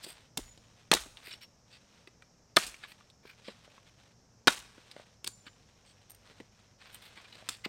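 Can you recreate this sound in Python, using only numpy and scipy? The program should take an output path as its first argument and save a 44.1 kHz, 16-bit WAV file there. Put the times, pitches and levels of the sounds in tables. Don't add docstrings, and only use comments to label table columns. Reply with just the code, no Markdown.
import sys
import numpy as np
from scipy import signal
from scipy.fft import rfft, irfft, next_fast_len
from scipy.io import wavfile

SR = 44100
rng = np.random.default_rng(int(sys.argv[2]) if len(sys.argv) > 2 else 0)


def wav_record(signal):
    frames = np.transpose(np.atleast_2d(signal))
    bounded = np.clip(frames, -1, 1)
    quanta = np.round(bounded * 32767).astype(np.int16)
    wavfile.write(sys.argv[1], SR, quanta)


N = 338688
T = np.arange(int(.7 * SR)) / SR

# start_s, spray_db, spray_t60_s, soil_db (before a small lift)
BLOWS = [(.378, -48.5, 0.35, -45.5), (.923, -31, 0.32, -43.5), (2.575, -32, 0.43, -50.5),
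         (4.483, -31, .3, -53.5), (7.495, -46.5, 0.1, -64)]
# frequency_hz, gain_db
QUIET_COLOUR = [(100, 9.5), (3000, 2), (4800, 1.5), (6300, -16.5), (7200, -4), (8300, 2.5), (10500, -9.5),
                (14000, -7), (16000, -7.5)]


def amp(db):
    return 10 ** (np.asarray(db) / 20)


def level(x, db):
    return x * amp(db) / np.sqrt(np.mean(x ** 2))


def blow(x, db):
    return x * amp(db) / np.sqrt(np.sum(x ** 2) / (SR / 100))


def add(out, s, x):
    i = int(np.clip(s * SR, 0, N - 1))
    out[i:i + len(x)] += x[:N - i]


def colour(x, points, tilt_db=0):
    n = next_fast_len(len(x), real=True)
    octave = np.log2(np.maximum(np.arange(n // 2 + 1) * SR / n, 10))
    hz, db = np.transpose(points)
    point_octave = np.log2(hz)
    slope = tilt_db * (np.maximum(octave, point_octave[0]) - point_octave.mean())
    gain_db = np.interp(octave, point_octave, db) + slope
    cepstrum = irfft(np.log(amp(gain_db)), n)
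    cepstrum[1:n // 2] *= 2
    cepstrum[n // 2 + 1:] = 0
    response = np.exp(rfft(cepstrum, n))
    return irfft(rfft(x, n) * response, n)[:len(x)]


def band(x, hz, octaves, order=1):
    edges = hz * 2. ** (np.array([-.5, .5]) * octaves)
    edges = np.minimum(edges, [.35 * SR, .4 * SR])
    return signal.lfilter(*signal.butter(order, edges, "band", fs=SR), x)


def fade(t60, t=T):
    return np.exp(-np.log(1000) * t / t60)


def wander(n, per_s):
    knots = rng.standard_normal(size=4096)
    return np.sqrt(3 / 2) * np.interp(np.arange(n) * per_s / SR, np.arange(len(knots)), knots)


def grains(n, per_s, spread_db):
    size = amp(spread_db * np.minimum(rng.exponential(size=n), 4))
    return (rng.random(n) < per_s / SR) * rng.choice([-1, 1], n) * size


def tear(ms, after_s, size=4096):
    t = T[:size]
    hold_s = ms / 1000
    return grains(size, per_s=14000, spread_db=-1.5) * fade(after_s, np.maximum(t - hold_s, 0))


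def snap(ms, after_s, first_db):
    fibres = blow(tear(ms, after_s), 0)
    return fibres + blow(signal.unit_impulse(len(fibres)), first_db)


def stick(x, hz, ring_db, octaves, count=4):
    pitches = np.minimum(hz * 2 ** (.6 * rng.standard_normal(count)), 11000)
    return x + amp(ring_db) * sum(band(x, f, octaves) for f in pitches)


def tick(ms, hz):
    wood = stick(snap(ms, after_s=0.026, first_db=-2.0), hz, ring_db=2, octaves=0.05)
    return band(wood, hz, octaves=1.0)


def thud(ms):
    # frequency_hz, gain_db
    soil_colour = [(50, -34.5), (110, -15), (200, -3.5), (350, -2.5), (520, -8), (800, -14.5), (1500, -34),
                   (4000, -58.5)]
    return colour(snap(ms, after_s=0.056, first_db=0), soil_colour)


def steel(hz, waver_hz, waver_db):
    phase = 2 * np.pi * np.cumsum(hz + waver_hz * wander(len(T), per_s=120)) / SR
    return np.sqrt(2) * np.sin(phase) * amp(waver_db * wander(len(T), per_s=110))


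def air():
    # frequency_hz, gain_db
    air_colour = [(20, -15.5), (55, -6), (110, -3.5), (190, -6.5), (350, -15.5), (500, -12), (1000, -19.5),
                  (2000, -26.5), (3500, -34), (4700, -25), (5400, -17), (6500, -21.5), (7800, -32.5),
                  (10000, -43), (14000, -44), (16000, -60)]
    return level(colour(rng.standard_normal(N), air_colour), -65)


def engine():
    # time_s, pitch_hz, level_db
    engine_path = [(0, 111.8, -72), (2.5, 118.7, -79), (4.9, 118.1, -74), (5.7, 100.7, -71.5),
                   (7.68, 108.1, -71)]
    # pitch_multiple, level_db (added to the path)
    orders = [(.5, -8), (1, 0), (2, -7)]
    s, hz, db = np.transpose(engine_path)
    t = np.arange(N) / SR
    pitch_hz = np.interp(t, s, hz) + 2.1 * wander(N, per_s=11)
    phase = 2 * np.pi * np.cumsum(pitch_hz) / SR
    out = np.zeros(N)
    for multiple, order_db in orders:
        partial_db = np.interp(t, s, db) + order_db + 3 * wander(N, per_s=7)
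        out += np.sqrt(2) * np.sin(multiple * phase) * amp(partial_db)
    return out


def weight():
    # start_s (of the hold), gain_db, hold_s
    shift_table = [(0, -56.5, .16), (0.452, -70, 0.38), (1.18, -59.5, 0.15), (1.717, -68.5, 0.3),
                   (2.695, -66.5, 0.28), (3.356, -65, .65), (4.599, -62.5, 0.43), (5.414, -72, 0.73),
                   (6.263, -62.5, 0.095), (6.55, -69, 0.054), (6.834, -59.5, 0.7)]
    attack_s, release_s, rest_db = 0.055, 0.15, -78.5
    t = np.arange(N) / SR
    pressure = np.full(N, amp(rest_db))
    for s, db, length in shift_table:
        corners_s = [s - attack_s, s, s + length, s + length + release_s]
        pressure += amp(db) * np.interp(t, corners_s, [0, 1, 1, 0])
    return pressure


def litter():
    # frequency_hz, gain_db
    leaf_colour = [(150, -16), (500, 2), (1000, 2.5), (2000, 2.5), (4000, 2.5), (6000, -10.5), (8500, -8.5),
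                   (11000, -23.5), (14000, -23), (16000, -37)]
    clusters = amp(2.0 * wander(N, per_s=60) + 0.69 * wander(N, per_s=8.7))
    crackle = colour(grains(N, per_s=2300, spread_db=3.0) * clusters, leaf_colour)
    buried = signal.fftconvolve(grains(N, per_s=15, spread_db=1.5), tick(ms=2.0, hz=2410))[:N]
    return (level(crackle, -2) + level(buried, -14.5)) * weight()


def scrapes():
    # loudest_s, level_db, half_length_s, centre_hz, hiss_db (relative to the rub)
    scrape_table = [(0.041, -45, 0.033, 4670, -7), (0.092, -52.5, 0.088, 5030, 0.5),
                    (1.272, -49.5, 0.063, 2950, -1), (1.32, -48.5, 0.059, 3960, -19),
                    (1.429, -50, 0.035, 4100, -5), (1.743, -56.5, .07, 3350, -20),
                    (2.643, -48, 0.052, 4460, -18), (2.84, -52.5, 0.056, 2300, -32),
                    (2.901, -57.5, 0.052, 3270, 0.5), (3.282, -56.5, 0.088, 2590, -7),
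                    (3.483, -52, 0.085, 3030, -29), (5.473, -53.5, 0.033, 2410, -18.5),
                    (5.889, -61, 0.066, 4200, -21), (6.817, -58, .035, 2390, -22),
                    (6.876, -56, .06, 2370, -10), (6.946, -58, .05, 3130, 3),
                    (7.047, -54, 0.069, 3040, -1.5), (7.188, -58, 0.048, 1940, -20),
                    (7.254, -58, 0.031, 2300, -20), (7.341, -56.5, 0.051, 2940, -13),
                    (7.532, -48, 0.056, 4420, -14), (7.651, -38.5, 0.021, 2910, -13)]
    rise = .8
    out = np.zeros(N)
    for s, db, half_length, hz, hiss_db in scrape_table:
        n = int(2 * half_length * SR)
        catching = amp(3.5 * wander(len(T), per_s=170))
        slips = grains(len(T), per_s=6000, spread_db=3.5) * catching
        slips = stick(slips, hz, ring_db=1.5, octaves=0.079)[:n]
        rub = level(band(slips, hz, octaves=2.18, order=2), db)
        hiss = level(band(slips, hz=10400, octaves=0.91, order=2), db + hiss_db)
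        swell = np.sin(np.pi * np.linspace(0, 1, n) ** rise) ** 4
        add(out, s - swell.argmax() / SR, (rub + hiss) * swell)
    return colour(out, QUIET_COLOUR)


def twigs():
    # start_s, level_db, length_ms, centre_hz, thud_db (relative to level_db)
    twig_table = [(.0435, -37.5, 3.3, 5700, -18.5), (.066, -50.5, 2.6, 4070, 1.5),
                  (0.5762, -55, 0.63, 3820, -5), (1.061, -65.5, 1.5, 2500, 12.5),
                  (1.1713, -47.5, 2.1, 3160, -30), (1.337, -45, 3.1, 3840, -15),
                  (2.074, -51, 1.77, 2514, -4.5), (2.223, -54, 2.3, 2060, -26), (2.6358, -42, 2, 5000, -13),
                  (2.667, -34, 10, 7900, -21.5), (2.837, -45, 1.8, 1760, -36),
                  (2.9187, -50.5, 2.3, 3050, -22), (3.101, -56, 1.1, 3930, -18),
                  (3.483, -48, 8.5, 2240, 6.5), (4.78, -60.5, 2.7, 2030, 6.5), (4.914, -45.5, 6, 4200, -27),
                  (4.9648, -55, 1.5, 2480, -7.5), (5.264, -45, .8, 4950, -16.5),
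                  (5.2695, -39, 1.05, 4020, -19), (5.4665, -50.5, 3.17, 2950, -4.5),
                  (6.299, -57.5, 14.4, 1977, 0.5), (6.402, -51.5, 5.5, 2320, 6),
                  (7.1754, -49, 5.7, 1853, -13), (7.3539, -51.5, 2.8, 3480, -11),
                  (7.661, -49, 0.91, 2150, 10)]
    ticks, thuds = np.zeros(N), np.zeros(N)
    for s, db, ms, hz, thud_db in twig_table:
        add(ticks, s, blow(tick(ms, hz), db - 3.5))
        add(thuds, s, blow(thud(ms), db + thud_db))
    return colour(ticks, QUIET_COLOUR) + thuds


def clinks():
    # start_s, level_db, pitch_hz
    clink_table = [(.37, -61, 6920), (.947, -66, 6600), (5.274, -60.5, 7180)]
    out = np.zeros(N)
    damping = np.exp(-(T / .27) ** 3)
    for s, db, hz in clink_table:
        tone = steel(hz, waver_hz=25, waver_db=4.0) * fade(1.3)
        add(out, s, amp(db) * tone * damping)
    return out


def knocks():
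    # start_s, level_db (before the low cut), pitch_hz
    knock_table = [(.373, -41, 324), (.392, -43.5, 370), (0.9149, -28.5, 365), (.9176, -31, 3700),
                   (0.9275, -29, 1770), (0.9697, -43, 1913), (1.277, -54.5, 398), (2.568, -33, 163.6),
                   (2.5698, -20.5, 1785), (2.5708, -25.5, 673), (2.573, -20, 1240), (2.743, -48.5, 2320),
                   (2.849, -54, 1136), (3.009, -59, 1203), (3.253, -52, 422), (3.485, -45, 474),
                   (3.678, -57.5, 600), (3.78, -56, 1101), (4.4795, -16.5, 1483), (4.481, -25, 2070),
                   (4.4835, -27.5, 900), (4.4957, -35, 1430), (4.9649, -47.5, 585), (4.998, -50.5, 620),
                   (7.425, -55.5, 650), (7.489, -41.5, 1316)]
    # pitch_multiple, level_db
    branch_modes = [(1.002, 0), (1.169, -6), (1.471, -12), (1.93, -11), (2.401, -9.5), (2.85, -14)]
    t60_at_1khz_s, damping_power = .029, .13
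    out = np.zeros(N)
    ratio, mode_db = np.transpose(branch_modes)
    for s, db, hz in knock_table:
        pitches = hz * ratio ** (1 + 0.046 * rng.standard_normal(len(ratio)))
        t60s = t60_at_1khz_s / (pitches / 1000) ** damping_power
        ring = np.zeros(len(T))
        for f, d, t60 in zip(pitches, mode_db, t60s):
            ring += amp(d) * np.sin(2 * np.pi * f * T) * fade(t60)
        add(out, s, blow(ring, db))
    return signal.lfilter(*signal.butter(2, 150, "high", fs=SR), out)


def cracks():
    # start_s, level_db, length_ms, tilt_db_per_octave, thud_db (relative to the crack)
    crack_table = [(0.3741, -31.5, 3.5, 6, -6), (0.9154, -18, 3.1, .5, -11),
                   (0.9322, -23, 2.5, -6.5, -15.5), (0.9372, -21.5, 1.5, 4.5, -20.5),
                   (.948, -31.5, 3, 5, -2), (.9677, -37, 5.6, -1, -16.5), (2.563, -27.5, 4.9, 3, -18.5),
                   (2.5671, -18, 2.6, 1, -10), (2.586, -36, 1.4, 1.5, -11), (4.4724, -19.5, 3.8, 0.5, -5.5),
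                   (4.4802, -18.5, 3.9, -2, -11), (5.2441, -40, 3, 5, -15.5), (5.275, -33, 0.87, 5, -21.5),
                   (7.4889, -32, 4.8, 3.5, -23.5)]
    # frequency_hz, gain_db
    splinter_colour = [(200, -29.5), (600, -4), (1200, 3), (2200, -2.5), (3600, 0.5), (5200, -2.5),
                       (6500, -8), (8300, -5.5), (11000, -17.5), (15500, -23.5)]
    out = np.zeros(N)
    for s, db, ms, tilt_db, thud_db in crack_table:
        fibres = stick(snap(ms, after_s=0.014, first_db=-7.5), hz=3090, ring_db=3, octaves=0.042)
        add(out, s, blow(colour(fibres, splinter_colour, tilt_db), db))
        add(out, s, blow(thud(ms), db + thud_db))
    return out


def shakes():
    # frequency_hz, gain_db
    dust_colour = [(200, -14.5), (700, -3.5), (1500, 1.5), (4000, -3.5), (6000, -2), (8500, -2.5),
                   (11000, -11), (15500, -19)]
    out = np.zeros(N)
    for s, spray_db, t60, soil_db in BLOWS:
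        dust = colour(grains(len(T), per_s=9000, spread_db=6.5), dust_colour)
        coarse = stick(grains(len(T), per_s=130, spread_db=2.5), hz=2560, ring_db=9.0, octaves=0.27)
        coarse = band(coarse, hz=2700, octaves=0.97)
        patter = level(dust, 0) + level(coarse, -5)
        onset = 1 - np.exp(-T / 0.011)
        add(out, s, blow(patter * fade(t60) * onset, spray_db))
        shudder = band(rng.standard_normal(len(T)), hz=40, octaves=0.9, order=2)
        add(out, s, blow(shudder * fade(t60=0.58), soil_db + 0.5))
    return out


def chips(count=6):
    longest_flight_s, first_db, fade_db_per_s = .11, -13, 93
    out = np.zeros(N)
    for s, spray_db, _, _ in BLOWS:
        for when, size in rng.random((count, 2)):
            flight_s = longest_flight_s * when
            landing = tick(ms=1.2, hz=1700 * 2 ** (2 * size))
            landing_db = spray_db + first_db - fade_db_per_s * flight_s
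            add(out, s + .015 + flight_s, blow(landing, landing_db))
    return out


def squeaks():
    # start_s, level_db
    squeak_table = [(1.322, -45), (1.421, -54), (1.439, -53)]
    # pitch_hz, level_db (relative), t60_s
    squeak_tones = [(2870, -4, 0.067), (5480, -4, 0.11), (12700, -18, .08)]
    out = np.zeros(N)
    for s, db in squeak_table:
        squeak = sum(amp(d) * steel(hz, waver_hz=45.3, waver_db=7.0) * fade(t60)
                     for hz, d, t60 in squeak_tones)
        onset = 1 - np.exp(-T / 0.0028)
        add(out, s, blow(squeak * onset, db))
    return out


def tinks():
    # start_s, level_db
    tink_table = [(6.098, -56), (6.105, -51.5), (6.117, -56), (6.148, -57.5), (6.9452, -48)]
    # centre_hz, width_octaves, gain_db
    tink_modes = [(8660, 0.051, 3), (11630, .05, -12.5), (12900, 0.072, -4.5)]
    out = np.zeros(N)
    for s, db in tink_table:
        contact = snap(ms=1.36, after_s=0.015, first_db=-3)
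        ring = sum(amp(d) * band(contact, hz, octaves, order=2) for hz, octaves, d in tink_modes)
        add(out, s, blow(ring + amp(-16) * contact, db))
    return out


def echo(x, wet_db, t60, late_db, late_t60):
    # frequency_hz, gain_db
    tree_colour = [(60, -12.5), (300, -8.5), (800, -3), (1600, -0.5), (3500, -5.5), (7000, 3), (15000, -3)]
    envelope = (fade(t60) + amp(late_db) * fade(late_t60)) * (1 - np.exp(-T / 0.0087))
    scatter = grains(len(T), per_s=5000, spread_db=5.0) * envelope
    response = colour(scatter / np.sqrt(np.sum(scatter ** 2)), tree_colour)
    return amp(wet_db) * signal.fftconvolve(x, response)[:N]


def scene():
    bright = litter() + scrapes() + twigs() + clinks() + cracks() + squeaks() + tinks()
    wood = knocks()
    trees = echo(bright + amp(-10.0) * wood, wet_db=-14.5, t60=0.15, late_db=-21.5, late_t60=1.0)
    return (bright + wood + trees + shakes() + chips() + air() + engine())[None]


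def record(dry):
    return signal.sosfilt(signal.ellip(8, .2, 70, 15950, fs=SR, output="sos"), dry)


dry = scene()
out = record(dry)
wav_record(out)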